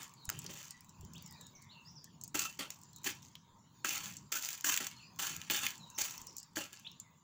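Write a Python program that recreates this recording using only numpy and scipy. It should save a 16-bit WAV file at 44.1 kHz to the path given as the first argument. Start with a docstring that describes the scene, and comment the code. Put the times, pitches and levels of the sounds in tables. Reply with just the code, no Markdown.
"""Dry corn skitters and knocks on a corrugated metal roof, close by, as a monkey rakes it and chews on and off.
Stroke gains shape random kernel clicks that drive the resonances of the sheet; hard knocks are noise bursts.
Chewing is thin bright cracks, and the roof thuds as dying sine tones when its weight shifts.
Birds whistle behind as gliding sines, blurred by foliage, over a low outdoor rumble, hush and air of shaped noise."""
import sys
import numpy as np
from scipy import signal
from scipy.fft import rfft, irfft, next_fast_len
from scipy.io import wavfile
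from scipy.ndimage import uniform_filter1d, map_coordinates

SR = 44100
rng = np.random.default_rng(int(sys.argv[2]) if len(sys.argv) > 2 else 0)


def materialize(psi):
    """Save the field psi as 16-bit PCM at rate SR to the path in sys.argv[1].

    A 1-D psi becomes a single channel; in a 2-D psi each row is a channel.
    """
    bounded = np.clip(np.atleast_2d(psi).T, -1, 1)
    quanta = np.round(bounded * 32767).astype(np.int16)
    wavfile.write(sys.argv[1], SR, quanta)


N = 318843

# Strokes of the hand through the corn. Each row: start in seconds, push in seconds, kernel rattle in dB before
# the mix, scrape on the sheet in dB above it, landing weight in dB before the mix, settling in dB per second.
STROKES = [(0.0, 0.029, -51.5, 1, -82, 211), (0.313, 0.086, -62.5, 5.5, -55, 150),
           (.445, .04, -63, -4, -54.5, 150), (.49, 0.14, -51, -2, -51, 128),
           (2.346, 0.084, -38.5, -3, -44.5, 170), (2.591, 0.0071, -43, 7.5, -44.5, 259),
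           (2.704, 0.0089, -53.5, -11, -79, 130), (3.042, .015, -38, -12, -76, 252),
           (3.06, 0.0099, -37.5, 4.5, -49, 284), (3.223, 0.012, -55, -25, -78, 147),
           (3.846, 0.12, -40, -0.5, -52, 214), (4.034, 0.037, -44.5, -4, -75, 157),
           (4.32, 0.038, -36, -6.5, -56, 198), (4.409, 0.13, -42.5, -8, -83, 167),
           (4.643, 0.085, -33.5, -4.5, -47, 223), (4.801, 0.017, -43, 0, -48.5, 146),
           (5.19, 0.073, -38.5, -0.5, -55, 115), (5.41, 0.047, -61.5, 8.5, -80, 150),
           (5.501, 0.08, -36, -1, -47, 162), (5.631, 0.059, -43, 1, -74, 261),
           (5.98, 0.041, -36, -6, -53.5, 116), (6.17, 0.15, -64, -19, -78, 197),
           (6.557, 0.0089, -43.5, -0.5, -64, 200), (6.568, 0.032, -44, -0.5, -42.5, 166),
           (6.726, 0.01, -56, 2, -70, 152)]
# The hardest kernels striking the sheet. Each row: start in seconds, peak level in dB before the mix,
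# sheet tone in dB against the kernel before trim, pitch of the struck spot in Hz, chatter t60 in seconds.
KNOCKS = [(.291, -19, -8, 1770, 0.011), (0.2997, -14, -18, 1300, 0.0017), (0.4633, -39.5, 9, 5000, 0.015),
          (2.3462, -26.5, -3, 1310, .012), (2.3922, -13, -22, 2660, .02), (2.4194, -25, -7, 2390, .02),
          (2.5916, -25, -3, 1950, 0.01), (2.7035, -23, -25, 2470, 0.018), (3.043, -24, -18, 3050, .014),
          (3.3534, -39, 1.5, 3220, 0.011), (3.8463, -19, -3, 1490, 0.013),
          (3.8915, -17.5, -25, 2400, 0.014), (4.0577, -26, -10, 2730, 0.011),
          (4.3239, -16, -14, 1610, 0.0085), (4.456, -21, -27, 2940, .014),
          (4.4881, -19.5, -15.5, 2400, 0.012), (4.609, -25.5, -27, 2900, 0.0071),
          (4.6441, -17, -9, 1690, .014), (4.7217, -15.5, -12, 2780, .012), (4.741, -14.5, -9, 3030, 0.0085),
          (4.7638, -16, -18, 2860, 0.009), (4.7743, -14, -9, 2720, 0.022), (4.8673, -18, -33, 3040, 0.018),
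          (5.364, -23, -25, 2370, 0.011), (5.4155, -30.5, -4, 2750, .006), (5.499, -22, 1.5, 2720, 0.013),
          (5.5085, -14.5, -16, 3030, .016), (5.6524, -22.5, -12, 2390, .012),
          (5.6653, -17, -5.5, 2480, 0.018), (5.9858, -17, -20, 2570, .008), (6.053, -27, -3, 2370, .006),
          (6.5688, -25, -1.5, 1670, 0.015)]
# The loudest chewing clicks and crumbs cracking. Each row: start in seconds, peak level in dB before the mix.
CHEWS = [(0.0312, -37), (0.0942, -42), (0.2532, -35.5), (0.39, -32), (0.4429, -37), (0.7073, -35),
         (0.8932, -45.5), (1.0098, -41), (1.135, -41.5), (1.1802, -46), (1.2237, -41.5), (1.2615, -38.5),
         (1.3244, -41), (1.411, -40.5), (1.4672, -41), (1.6195, -48), (2.0426, -40.5), (2.2128, -37.5),
         (2.2368, -30.5), (2.2438, -36), (2.2779, -37), (2.834, -46), (2.9312, -48), (2.9614, -38.5),
         (4.168, -33), (5.7788, -44.5), (5.901, -38.5), (6.1786, -34), (6.2158, -37), (6.2693, -35.5),
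         (6.3668, -31), (6.3825, -33.5), (6.4, -41), (6.4298, -39), (6.7293, -41), (6.796, -46),
         (6.9995, -35)]
# Spells of chewing. Each row: start in seconds, end in seconds.
MOUTHFULS = [(0.05, 1.7), (2.75, 3.35), (5.0, 5.2), (5.75, 7.03)]
# The roof giving under the body or a landing hand. Each row: start in seconds, level in dB, pitch in Hz,
# t60 in seconds.
THUDS = [(0.281, -29, 90, 0.033), (0.343, -46, 124, 0.21), (.374, -40, 134, .1), (.994, -46.5, 83, .2),
         (1.037, -39, 81, 0.1), (1.03, -49.5, 383, .062), (1.242, -43, 171, .11), (2.347, -34, 309, 0.095),
         (2.591, -37, 283, 0.088), (3.065, -38.5, 370, 0.075), (6.569, -32, 318, 0.082)]
# Bird whistles. Each row: start in seconds, length in seconds, start pitch in Hz, end pitch in Hz,
# level in dB before the mix.
BIRDS = [(0.158, 0.1, 4650, 3730, -66), (0.698, 0.048, 1965, 1972, -66), (1.149, .024, 2510, 3840, -54.5),
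         (1.175, .025, 4400, 4780, -63), (1.229, .11, 5900, 4490, -63.5), (1.209, 0.23, 2310, 1620, -73.5),
         (1.317, 0.047, 3640, 4030, -69.5), (1.366, 0.082, 4190, 3657, -64.5),
         (1.551, 0.016, 6500, 5440, -56), (1.529, 0.15, 2253, 2086, -70.5),
         (1.691, 0.04, 3400, 4530, -59.5), (1.705, 0.095, 2960, 2660, -64),
         (1.85, 0.054, 4630, 5810, -57.5), (1.955, 0.038, 6000, 4660, -55),
         (2.927, 0.052, 4450, 3830, -65.5), (3.4, .12, 3900, 3400, -79.5), (4.952, 0.083, 4150, 4480, -63),
         (5.016, .06, 4800, 5000, -66), (4.957, .099, 3050, 2427, -65), (5.798, 0.054, 4210, 3770, -58),
         (5.947, .028, 6400, 5260, -53), (6.273, 0.026, 4900, 5830, -54), (6.354, 0.047, 5900, 4510, -59),
         (6.847, 0.019, 3290, 3700, -52), (6.847, 0.012, 2350, 2980, -57),
         (6.866, 0.011, 2630, 4180, -42.5), (7.02, 0.058, 2180, 1990, -73.5)]
# Broad resonances of the sheet. 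Each row: centre in Hz, width in Hz, relative level in dB.
SHEET_MODES = [(1355, 320, -3), (1740, 380, -0.5), (2430, 530, 2), (2680, 81, 6.5), (3035, 58, -7),
               (3380, 200, -9.5), (4352, 110, 1), (5670, 61, 3.5)]
# Long-ringing modes of the sheet. Each row: centre in Hz, width in Hz, relative level in dB.
RING_MODES = [(1736, 42, -7), (2432, 56, -6), (2748, 8.4, -16), (2977, 31, 10.5), (4460, 21, -5)]
# Low resonances of the roof panel. Each row: centre in Hz, width in Hz, relative level in dB.
PANEL_MODES = [(327, 68, 4.5), (528, 240, -7), (846, 39, -2), (1180, 71, -6.5)]
# A corn kernel's click as the microphone hears it, with its peaks near 7 and 15 kHz.
# Each row: frequency in Hz, relative level in dB.
KERNEL_AT_MIC = [(300, -28.5), (1000, -17), (3300, -10), (5300, -7.5), (6400, 2.5), (7400, 1), (8400, -13),
                 (10500, -15), (13500, -15), (14500, -6), (15300, 5.5), (16000, -36)]
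# A tooth click as the microphone hears it, with its peaks near 7 and 15 kHz.
# Each row: frequency in Hz, relative level in dB.
TOOTH_AT_MIC = [(500, -54), (3000, -21.5), (5500, -5.5), (7200, 5), (8800, -11.5), (11000, -13),
                (13300, -17), (15300, -1), (16000, -1.5)]
# Colour of the distant rumble. Each row: frequency in Hz, relative level in dB.
RUMBLE_COLOUR = [(25, -69), (50, -23), (80, -2.5), (160, 4.5), (220, -2.5), (350, -16), (700, -42),
                 (2000, -80)]
# Colour of the mid-pitched hush. Each row: frequency in Hz, relative level in dB.
HUSH_COLOUR = [(400, -25), (780, -15.5), (930, 4), (1080, -1.5), (1350, -13.5), (2500, -33)]
# The garden air as the microphone hears it, with its peaks near 7 and 15 kHz.
# Each row: frequency in Hz, relative level in dB.
AIR_AT_MIC = [(300, -7.5), (600, -7), (1300, -10), (2200, -12.5), (4000, -9.5), (5500, -13.5), (7200, -2.5),
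              (8600, -37), (11000, -25.5), (13500, -52), (15300, -9.5), (16000, -25.5)]
# Swells of the rumble. Each row: time in seconds, level in dB before a random drift.
RUMBLE_SWELLS = [(0, -61.5), (.2, -68.5), (.36, -57), (.8, -68.5), (1.05, -58), (1.7, -63.5), (2.45, -61),
                 (2.85, -65), (3.2, -61), (3.85, -66.5), (4.2, -59), (4.4, -73), (5.1, -62), (6.15, -64.5),
                 (6.5, -67.5), (7.23, -67.5)]
# Swells of the garden air and hush. Each row: time in seconds, level in dB before the mix.
AIR_SWELLS = [(0, -60), (.8, -65), (1.25, -60.5), (2.1, -66), (3.25, -63.5), (3.5, -68), (3.8, -64.5),
              (5.1, -62), (6.2, -59), (6.5, -65), (7.23, -67)]

LANDING_S, SAG_DB_PER_S = 0.0052, 10  # the hand lands at once, then its push eases
WEIGHT_DB_PER_S, PANEL_SHARE_DB = 261, -22.5  # the landing dies away; the scrape keeps the panel moving
CLUMP_DB, CLUMPS_PER_S = 2.5, 110  # kernels give way in clumps
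SPOT_COLOUR_DB = 3.5  # the sheet answers differently as the hand moves from spot to spot
CLICK_DB = -9.5  # the sharp click inside a knock, against the knock's level
CRUMBS_PER_S, CRUMB_DB, CRUMB_SPREAD_DB = 16, -49.5, 5  # faint cracks, levels before the mix
GLIDE_BEND = 0.435  # a whistle glides faster at first, then slows
HALF_BLURRED_DB, BLUR_RANGE_DB = -61.5, 9.5  # fainter birds sit deeper in the foliage
TOP_HZ = 16100  # upper band limit of the sound


def raking():
    """Fingers push clumps of kernels along; each contact clicks and drives the sheet."""
    rattle, scrape, weight = pushes()
    clumps = amp(CLUMP_DB * wobble(CLUMPS_PER_S))
    mass = unit(contacts(per_second=9000, spread_db=1.5) * clumps)

    # a hard push moves a dense mass; as it eases, single kernels stand out
    dense = .25 + .65 * rattle / (rattle + amp(-44))
    packed = unit(through(mass, colour(KERNEL_AT_MIC)))
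    grains = np.sqrt(dense) * packed + np.sqrt(1 - dense) * loose_kernels(count=12)

    # gentle contacts are duller
    gentle = 1 / (1 + rattle / amp(-55))
    treble = signal.filtfilt(*signal.butter(4, 8200, 'high', fs=SR), grains)
    kernels = amp(-1.0) * rattle * (grains - gentle * treble)

    # sliding kernels scratch the sheet and hopping ones tap it
    hops = unit(contacts(per_second=170, spread_db=3))
    scratches = unit(contacts(per_second=3500, spread_db=3) * clumps)
    sliding = scratches + .5 * mass + .65 * hops
    sheet = amp(-3.0) * scrape * patchy(through(sliding, resonances(SHEET_MODES)), SPOT_COLOUR_DB)
    ring = amp(-15) * scrape * unit(through(sliding, resonances(RING_MODES, size=8192)))
    panel_tone = through(sliding, resonances(PANEL_MODES))
    panel = amp(2.5) * weight * patchy(panel_tone, SPOT_COLOUR_DB, size=1024)
    return kernels + sheet + ring + panel


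def pushes():
    """Gains of rattle, scrape and weight: each stroke lands, eases off and leaves the kernels to settle."""
    power = np.zeros((3, N))
    for s, push_s, rattle_db, scrape_db, weight_db, settle in STROKES:
        t = np.arange(N) / SR - s
        landing = np.clip(t / LANDING_S + .5, 0, 1)
        t = np.maximum(t, 0)
        sag_db = SAG_DB_PER_S * np.minimum(t, push_s)
        settled_db = settle * np.maximum(t - push_s, 0)
        level_db = rattle_db - sag_db - settled_db
        gains = amp([level_db, level_db + scrape_db, weight_db - WEIGHT_DB_PER_S * t])
        power += (landing * gains) ** 2
    rattle, scrape, weight = np.sqrt(power)
    return rattle, scrape, np.hypot(weight, amp(PANEL_SHARE_DB) * scrape)


def loose_kernels(count):
    """Sparse ticks from count kernels, each with its own colour and a few milliseconds of chatter."""
    ticks = np.zeros(N)
    for _ in range(count):
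        shape = colour(varied(KERNEL_AT_MIC, spread_db=4.5), size=1024)
        chatter = crack(shape, t60=.004)
        ticks += unit(through(contacts(per_second=8, spread_db=3.5), chatter))
    return unit(ticks)


def knocks():
    """A kernel hits the roof: a burst of chatter and the brief tone of the spot, with a sharp click 1 ms in."""
    out = np.zeros(N)
    for s, db, tone_db, spot_hz, t60 in KNOCKS:
        kernel = colour(varied(KERNEL_AT_MIC, spread_db=2))
        spot = resonances([(spot_hz, 0.57 * spot_hz, 0)])
        tone = crack(through(spot, spot), t60)
        burst = crack(kernel, t60) + amp(tone_db + 5.5) * tone
        add(out, s, amp(db - 8.0) * burst)
        click = kernel / np.abs(kernel).max() + amp(tone_db + 6.5) * spot / np.abs(spot).max()
        add(out, s + .001, amp(db + CLICK_DB) * click)
    return out


def crack(response, t60):
    """A burst of micro-fractures: noise dying within milliseconds through a response, peak 1."""
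    t = np.arange(SR // 10) / SR
    swell = 1 - np.exp(-t / .0005)
    fractures = rng.standard_normal(len(t)) * swell * amp(-60 * t / t60)
    burst = through(fractures, response)
    return burst / np.abs(burst).max()


def chewing():
    """Thin bright clicks of dry corn breaking, each with a colour of its own, and a short wash behind."""
    out = np.zeros(N)
    for s, db in [*CHEWS, *crumbs()]:
        tooth = colour(varied(TOOTH_AT_MIC, spread_db=3))
        add(out, s, amp(db + 3.0) * crack(tooth, t60=0.0082))
    return out + amp(-5.5) * through(out, tail(t60=.1))


def crumbs():
    """Start in seconds and level in dB of faint cracks at random moments of each mouthful."""
    starts = np.cumsum(rng.exponential(size=300)) / CRUMBS_PER_S
    levels_db = CRUMB_DB + CRUMB_SPREAD_DB * rng.standard_normal(size=300)
    return [(s, db) for s, db in zip(starts, levels_db)
            if any(start < s < end for start, end in MOUTHFULS)]


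def thuds():
    """Soft low pushes on the roof: sine tones that swell in quickly and die away."""
    out, t = np.zeros(N), np.arange(SR // 2) / SR
    onset = 1 - np.exp(-t / 0.0039)
    for s, db, hz, t60 in THUDS:
        add(out, s, amp(db - 60 * t / t60) * np.sin(2 * np.pi * hz * t) * onset)
    return out


def birds():
    """Gliding whistles; the more foliage they cross, the more they flutter and echo."""
    direct, scattered = np.zeros((2, N))
    for s, length, start_hz, end_hz, db in BIRDS:
        blur = .5 - .5 * np.tanh((db - HALF_BLURRED_DB) / BLUR_RANGE_DB)
        u = np.linspace(0, 1, int(length * SR))  # progress through the note
        hz = start_hz + (end_hz - start_hz) * (u + GLIDE_BEND * u * (1 - u))
        hz = hz * (1 + 0.042 * blur * wobble(891)[:len(u)])
        envelope = np.abs(np.sin(np.pi * u)) ** 0.16
        note = amp(db) * envelope * np.sin(2 * np.pi * np.cumsum(hz) / SR)
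        add(direct, s, np.sqrt(1 - blur) * note)
        add(scattered, s, np.sqrt(0.054 + blur) * note)
    return amp(1.5) * direct + amp(1.5) * through(scattered, tail(t60=.36))


def outdoors():
    """A swelling distant rumble, a mid-pitched hush and the patchy rustle of the garden, all shaped noise."""
    rumble_db, = curves(RUMBLE_SWELLS)
    air_db, = curves(AIR_SWELLS)
    rumble = unit(noise(RUMBLE_COLOUR)) * amp(rumble_db + 2.17 * wobble(12))
    hush_gain = amp(air_db - 6.5 + 1.2 * wobble(11))
    hush = patchy(noise(HUSH_COLOUR), depth_db=2.5, size=1024) * hush_gain
    air = patchy(noise(AIR_AT_MIC), depth_db=5.5) * amp(air_db - 5.5)
    return rumble + hush + air


def noise(spectrum):
    """Steady noise with the colour of a (Hz, dB) spectrum."""
    return through(rng.standard_normal(N), colour(spectrum))


def patchy(x, depth_db, size=512):
    """Let the colour of a sound drift in random patches of time and pitch; rms 1."""
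    z = signal.stft(x, nperseg=size)[2]
    across_pitch = uniform_filter1d(rng.standard_normal(z.shape), size=4, axis=0)
    patches = unit(uniform_filter1d(across_pitch, size=12, axis=1))
    return unit(signal.istft(z * amp(depth_db * patches), nperseg=size)[1][:N])


def contacts(per_second, spread_db):
    """Random tiny impacts of either sign, a few much harder than the rest."""
    hardness = amp(spread_db * np.minimum(rng.exponential(size=N), 3))
    return (rng.random(N) < per_second / SR) * hardness * rng.choice([-1, 1], N)


def tail(t60):
    """A dying wash of reflections of energy 1, dull in the top octave."""
    t = np.arange(SR) / SR
    dull = signal.lfilter(*signal.butter(4, 7200, fs=SR), rng.standard_normal(SR))
    wash = dull * amp(-60 * t / t60)
    return wash / np.linalg.norm(wash)


def resonances(modes, size=4096):
    """Impulse response of resonances given as (centre Hz, width Hz, dB)."""
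    f = np.fft.rfftfreq(size, 1 / SR)
    return irfft(sum(amp(db) * 1j * f * w / (c * c - f * f + 1j * f * w) for c, w, db in modes))


def colour(points, size=4096):
    """Causal impulse response with a (Hz, dB) spectrum, made minimum-phase by folding its cepstrum."""
    hz, db = np.transpose(points)
    log_f = np.log(np.fft.rfftfreq(size, 1 / SR) + 1)
    cepstrum = irfft(np.log(amp(np.interp(log_f, np.log(hz), db))))
    cepstrum[1:size // 2] *= 2
    cepstrum[size // 2 + 1:] = 0
    return irfft(np.exp(rfft(cepstrum)))


def varied(points, spread_db):
    """A (Hz, dB) spectrum with each level randomly shifted."""
    return [(hz, level + spread_db * rng.normal()) for hz, level in points]


def through(x, response):
    """Convolve, keeping the length."""
    return signal.fftconvolve(x, response)[:len(x)]


def add(track, s, sound):
    """Mix a sound into the track at time s in seconds."""
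    start = max(round(s * SR), 0)
    track[start:start + len(sound)] += sound[:N - start]


def wobble(rate):
    """A smooth random curve, rate knots a second."""
    return map_coordinates(rng.standard_normal(int(N * rate / SR) + 4), [np.arange(N) * rate / SR])


def curves(rows):
    """One value per sample for each column after the time."""
    s, *cols = np.transpose(rows)
    return [np.interp(np.arange(N) / SR, s, c) for c in cols]


def unit(x):
    """Scale to rms 1."""
    return x / np.sqrt(np.mean(x ** 2) + 1e-20)


def amp(db):
    """Decibels to gain."""
    return 10 ** (np.asarray(db) / 20)


def scene():
    """Corn on the faintly ringing roof, with the garden behind."""
    corn = raking() + knocks()
    roof = amp(-13.0) * through(corn, tail(t60=0.16))
    return (corn + roof + outdoors() + thuds() + birds() + chewing())[None]


def record(dry):
    """Cut everything from the band limit up."""
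    size = next_fast_len(N + SR // 2)
    passed = np.fft.rfftfreq(size, 1 / SR) < TOP_HZ
    return irfft(rfft(dry, size) * passed, size)[:, :N]


dry = scene()
out = record(dry)
materialize(out)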